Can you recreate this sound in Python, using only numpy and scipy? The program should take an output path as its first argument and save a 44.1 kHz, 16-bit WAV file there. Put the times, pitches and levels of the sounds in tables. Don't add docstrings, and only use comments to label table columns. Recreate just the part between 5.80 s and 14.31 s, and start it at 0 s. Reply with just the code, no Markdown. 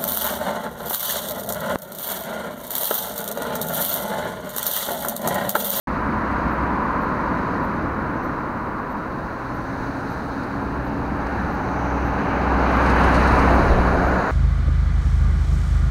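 import sys
import numpy as np
from scipy import signal
from scipy.fft import rfft, irfft, next_fast_len
from scipy.io import wavfile
from scipy.ndimage import uniform_filter1d

SR = 44100
rng = np.random.default_rng(int(sys.argv[2]) if len(sys.argv) > 2 else 0)


def waveform_to_disk(signal):
    frames = np.transpose(np.atleast_2d(signal))
    scaled = np.clip(frames, -1, 1) * 32767
    samples = np.round(scaled).astype(np.int16)
    wavfile.write(sys.argv[1], SR, samples)


N = 375291
TIME = np.arange(N) / SR


# nearest_s, speed_m_s, nearest_m, loss_db_per_m
LORRY_PASS = (7.42, 11, 6.0, 0.049)
# frequency_hz, relative_db
LORRY_SPECTRUM = [(200, -18), (380, -2.5), (480, -3), (590, -0.5), (750, -2), (1080, 0.5), (1260, -3),
                  (1550, -3.5), (1950, -12), (2350, -14), (2900, -21.5), (3350, -32), (5000, -51.5)]

def lorry_tyres(level_db=-18, bright_db=.4, dulling=.044, rear_dull_db=2.6):
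    near_db, bearing = drive_by(*LORRY_PASS)
    shadow = barrier_shadow()
    tilt_db = bright_db + dulling * near_db - rear_dull_db * np.maximum(bearing, 0) - shadow
    roar = through_air(noise(LORRY_SPECTRUM), tilt_db, flutter_db=1, rate_hz=12)
    return roar * undb(level_db + near_db - .5 * shadow)


def lorry_tread_tone(pitch_hz=760.6, level_db=-19, doppler=.095, side_dip_db=14):
    near_db, bearing = drive_by(*LORRY_PASS)
    gain = undb(level_db + 1.3 * near_db - side_dip_db * (1 - bearing ** 2))
    return narrow_noise(pitch_hz * (1 - doppler * bearing), width_hz=130) * gain


def lorry_exhaust(pitch_hz=63.3, level_db=-19.5, throb_s=.59, crest_s=5.56, throb_depth=.72):
    near_db, _ = drive_by(*LORRY_PASS)
    beat = np.abs(np.cos(np.pi * (TIME - crest_s) / throb_s))
    throb = 1 - throb_depth * (1 - beat) * (1 - step(6.9, .15))
    load = .4 * step(3.5, .2) + .6 * step(4.8, .06) - step(8.42, .036)
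    boom = tone(pitch_hz, wander_rad=.31, rate_hz=8)
    return boom * throb * load * undb(level_db + .9 * near_db + .5 * walk(11))


# time_s, rate_hz
CRANK_RATE = [(3.7, 30), (5.4, 31.4), (6.3, 31.55), (7.1, 30.9), (8, 30.35), (8.5, 30.2)]
# crank_multiple, far_db, front_db, rear_db
ENGINE_ORDERS = [(4, 0, -7.5, -3), (6, -12, -2.5, 7), (9, 1.5, 0, -3), (12, -12, -18, -2)]

def lorry_engine(level_db=-31.5):
    crank_hz = np.interp(TIME, *np.transpose(CRANK_RATE))
    near_db, _ = drive_by(*LORRY_PASS)
    angle = 2 * np.pi * np.cumsum(crank_hz * (1 + .002 * walk(14))) / SR
    load, close = step(3.56, .22), step(5.34, .37)
    behind = step(7.86, .078) - step(8.36, .09)
    drone = 0
    for order, far_db, front_db, rear_db in ENGINE_ORDERS:
        harmonic = unit(np.sin(round(order) * angle + .35 * walk(14))) * undb(1.6 * walk(13))
        drone += harmonic * undb(far_db + close * (front_db - far_db) + behind * (rear_db - front_db))
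    return drone * load * undb(level_db + .4 * near_db)


# nearest_s, speed_m_s, nearest_m, loss_db_per_m
CAR_PASS = (0.18, 11.6, 14.4, .12)
# frequency_hz, relative_db
CAR_SPECTRUM = [(200, -6.5), (310, 0.5), (400, -9), (520, -4), (800, -7), (900, -3), (1000, 2), (1130, -3),
                (1280, -5), (1420, -4.5), (1650, -9.5), (2000, -16), (2300, -21), (3300, -38.5),
                (5000, -57)]

def car_tyres(level_db=-25.5, rear_db=6.5, bright_db=.75, dulling=.15):
    near_db, bearing = drive_by(*CAR_PASS)
    roar = through_air(noise(CAR_SPECTRUM), bright_db + dulling * near_db, flutter_db=.26, rate_hz=8.3)
    return roar * undb(level_db + near_db + rear_db * bearing)


# peak_s, half_length_s, level_db, pitch_hz
CAR_BOOMS = [(.25, 0.13, -35, 54.8), (.72, 0.16, -28.5, 62.6), (1.4, 0.34, -37.5, 55.1)]

def car_exhaust():
    return sum(tone(hz, wander_rad=.5, rate_hz=6.12) * swell(s, half_s, db)
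               for s, half_s, db, hz in CAR_BOOMS)


# peak_s, half_length_s, level_db
CAR_TREAD_SWELLS = [(1.081, .2, -29), (2.85, 0.24, -34)]

def car_tread_tone(pitch_hz=1040):
    return narrow_noise(pitch_hz, width_hz=220) * swells(CAR_TREAD_SWELLS)


# frequency_hz, relative_db
DECK_SPECTRUM = [(30, -27), (60, -2.5), (100, -1.5), (150, -0.5), (210, 2), (290, 0), (350, -6),
                 (450, -10.5), (900, -27)]
# peak_s, half_length_s, level_db
DECK_SWELLS = [(1.95, 0.69, -28.3), (4.75, 0.67, -33), (5.55, 0.36, -31)]

def deck():
    car_db, _ = drive_by(*CAR_PASS)
    lorry_db, _ = drive_by(*LORRY_PASS)
    gain = power_sum(undb(-26.5 + 1.04 * car_db), undb(-22 + .81 * lorry_db), swells(DECK_SWELLS))
    return noise(DECK_SPECTRUM) * gain * undb(.48 * walk(13))


# frequency_hz, relative_db
WIND_SPECTRUM = [(8, -18), (18, 1.5), (32, 1), (50, 7.5), (75, 1.5), (130, -2.5), (400, -65)]
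# peak_s, half_length_s, level_db
GUSTS = [(5.42, .13, -36), (7.53, 0.21, -25.5), (7.964, 0.14, -18.5)]

def wind(breeze_db=-39):
    return noise(WIND_SPECTRUM) * power_sum(undb(breeze_db), swells(GUSTS)) * undb(walk(6.7))


# frequency_hz, relative_db
FAR_SPECTRUM = [(400, -5.5), (700, -10.5), (1000, -20), (1250, -3.5), (1420, 0), (1750, -5.5), (2100, -19)]
# nearest_s, half_length_s, rush_db, hiss_db, spray_db
FAR_PASSES = [(1.6, .3, -42, -56.5, -72), (4.3, 0.52, -38, -53.5, -65), (5.623, 0.21, -37, -56, -68),
              (8.5, .45, -28.5, -55, -72)]

def far_traffic(steady_db=-42):
    gain = power_sum(undb(steady_db), swells(row[:3] for row in FAR_PASSES))
    return through_air(noise(FAR_SPECTRUM), tilt_db=0, flutter_db=1.5, rate_hz=7.6) * gain


# frequency_hz, relative_db
HISS_SPECTRUM = [(2500, -8), (3400, -10), (3900, 3.5), (4500, 0.5), (5200, -7.5), (5700, -8.5), (6100, -7),
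                 (6600, -9), (7200, -18.5), (9000, -40)]
SPRAY_SPECTRUM = [(5000, -14), (7300, -3.5), (8500, 1), (9500, -0.5), (11300, -1), (12500, -7),
                  (14000, -12), (15500, -4)]

def tread_hiss():
    car_db, _ = drive_by(*CAR_PASS)
    lorry_db, _ = drive_by(*LORRY_PASS)
    shadow = barrier_shadow()
    far_hiss = swells((s, half_s, db) for s, half_s, _, db, _ in FAR_PASSES)
    far_spray = swells((s, half_s, db) for s, half_s, _, _, db in FAR_PASSES)
    hiss_gain = power_sum(undb(-55.5 + .6 * car_db), undb(-43 + lorry_db - 3 * shadow), far_hiss)
    spray_gain = power_sum(undb(-69 + car_db), undb(-54.5 + 1.16 * lorry_db - 6 * shadow), far_spray)
    hiss = noise(HISS_SPECTRUM) * hiss_gain * undb(.72 * walk(35))
    spray = noise(SPRAY_SPECTRUM) * spray_gain * undb(1.1 * walk(150))
    return hiss + spray


# frequency_hz, relative_db
GRIT_SPECTRUM = [(2000, -10), (3400, -9), (4200, 14.5), (5400, 3), (6500, 2), (7400, -6), (8500, 1.5),
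                 (11500, -13), (14000, -17)]
# start_s, level_db, ring_s
GRIT_TICKS = [(.51, -53, .06), (.675, -54, .03), (1.41, -57, 0.054), (4.632, -47, .03), (5.468, -42, .008),
              (7.06, -40, 0.029), (7.095, -39, 0.046), (7.237, -39, 0.049), (7.343, -36.5, 0.068),
              (7.472, -42, .06), (7.59, -40, 0.06), (7.705, -44, 0.04)]

def grit(attack_s=.0005):
    envelope = np.zeros(N)
    for start_s, db, ring_s in GRIT_TICKS:
        age = np.maximum(TIME - start_s, 0)
        envelope += undb(db) * (1 - np.exp(-age / attack_s)) * np.exp(-3 * age / ring_s)
    return noise(GRIT_SPECTRUM) * envelope


# peak_s, half_length_s, level_db, pitch_hz
WHISTLES = [(2.43, .07, -65, 6000), (4.0, .3, -63.5, 6150), (6.07, .22, -57.5, 6080),
            (7.4, 0.42, -56, 6230), (8.42, .2, -56.5, 6549)]

def whistle():
    return sum(narrow_noise(hz, width_hz=750) * swell(s, half_s, db) for s, half_s, db, hz in WHISTLES)


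# frequency_hz, relative_db
BUZZ_SPECTRUM = [(10000, -24), (12300, -7), (12800, -6), (13250, 0), (13600, -4), (14000, -13),
                 (15500, -18)]
BUZZ_TIMES = [.712, 1.214, 1.832, 2.433, 3.101, 3.741, 4.305, 5.046, 5.723, 6.253, 6.953, 7.727, 8.269]
# pitch_hz, level_db
WHINE_TONES = [(13186, -84.5), (15478, -80)]

def electronics(pulse_hz=118, buzz_s=.034, buzz_db=-59, hiss_db=-64):
    gate = np.zeros(N)
    for time_s in BUZZ_TIMES:
        age = TIME - time_s + .002
        gate += (age > 0) * (age < buzz_s) * np.abs(np.sin(np.pi * pulse_hz * age))
    whine = sum(undb(db) * tone(hz, wander_rad=.5, rate_hz=40) for hz, db in WHINE_TONES)
    buzz = noise(BUZZ_SPECTRUM) * gate * undb(buzz_db)
    return buzz + whine + undb(hiss_db) * rng.standard_normal(N)


def drive_by(nearest_s, speed_m_s, nearest_m, loss_db_per_m):
    along = speed_m_s * (TIME - nearest_s)
    distance = np.hypot(along, nearest_m)
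    near_db = 20 * np.log10(nearest_m / distance) - loss_db_per_m * (distance - nearest_m)
    return near_db, along / distance


def barrier_shadow():
    return 1 - step(6.92, .14)


def through_air(x, tilt_db, flutter_db, rate_hz):
    out = np.zeros(N)
    for octave in range(-2, 3):
        lowpass = signal.butter(2, 1000 * 2 ** (octave + .5), fs=SR, output="sos")
        band = signal.sosfiltfilt(lowpass, x) if octave < 2 else x
        x = x - band
        out += band * undb(octave * tilt_db + flutter_db * walk(rate_hz))
    return out


def noise(spectrum):
    size = next_fast_len(N)
    octave = np.log2(np.maximum(np.arange(size // 2 + 1) * SR / size, 1))
    hz, db = np.transpose(spectrum)
    beyond = np.abs(octave - np.clip(octave, np.log2(hz[0]), np.log2(hz[-1])))
    shape = undb(np.interp(octave, np.log2(hz), db) - 24 * beyond)
    return unit(irfft(rfft(rng.standard_normal(size)) * shape, size)[:N])


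def narrow_noise(hz, width_hz):
    angle = 2 * np.pi * np.cumsum(np.broadcast_to(hz, N)) / SR
    return unit(walk(2 * width_hz) * np.cos(angle) + walk(2 * width_hz) * np.sin(angle))


def tone(hz, wander_rad, rate_hz):
    return unit(np.sin(2 * np.pi * hz * TIME + wander_rad * walk(rate_hz)))


def walk(rate_hz):
    hold = max(int(SR / rate_hz), 1)
    held = rng.standard_normal(N)[np.arange(N) // hold]
    return unit(uniform_filter1d(uniform_filter1d(held, hold), hold))


def swell(peak_s, half_s, db):
    return undb(db) / (1 + .5 * ((TIME - peak_s) / half_s) ** 2)


def swells(rows):
    return power_sum(*(swell(*row) for row in rows))


def power_sum(*gains):
    return np.sqrt(sum(g ** 2 for g in gains))


def step(centre_s, half_s):
    return .5 + .5 * np.tanh((TIME - centre_s) / half_s)


def undb(db):
    return 10 ** (np.asarray(db) / 20)


def unit(x):
    return x / np.sqrt(np.mean(x ** 2))


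def scene():
    lorry = lorry_tyres() + lorry_tread_tone() + lorry_exhaust() + lorry_engine()
    road = far_traffic() + deck() + tread_hiss() + grit()
    car = car_tyres() + car_exhaust() + car_tread_tone()
    return (lorry + car + road + whistle() + wind() + electronics())[None]


def record(dry, open_s=.0712, cutoff_hz=15650):
    opening = np.sin(np.pi / 2 * np.clip((TIME - open_s) / .002, 0, 1)) ** 2
    lowpass = signal.ellip(10, .2, 80, cutoff_hz, fs=SR, output="sos")
    return signal.sosfilt(lowpass, dry * opening)


dry = scene()
out = record(dry)
waveform_to_disk(out)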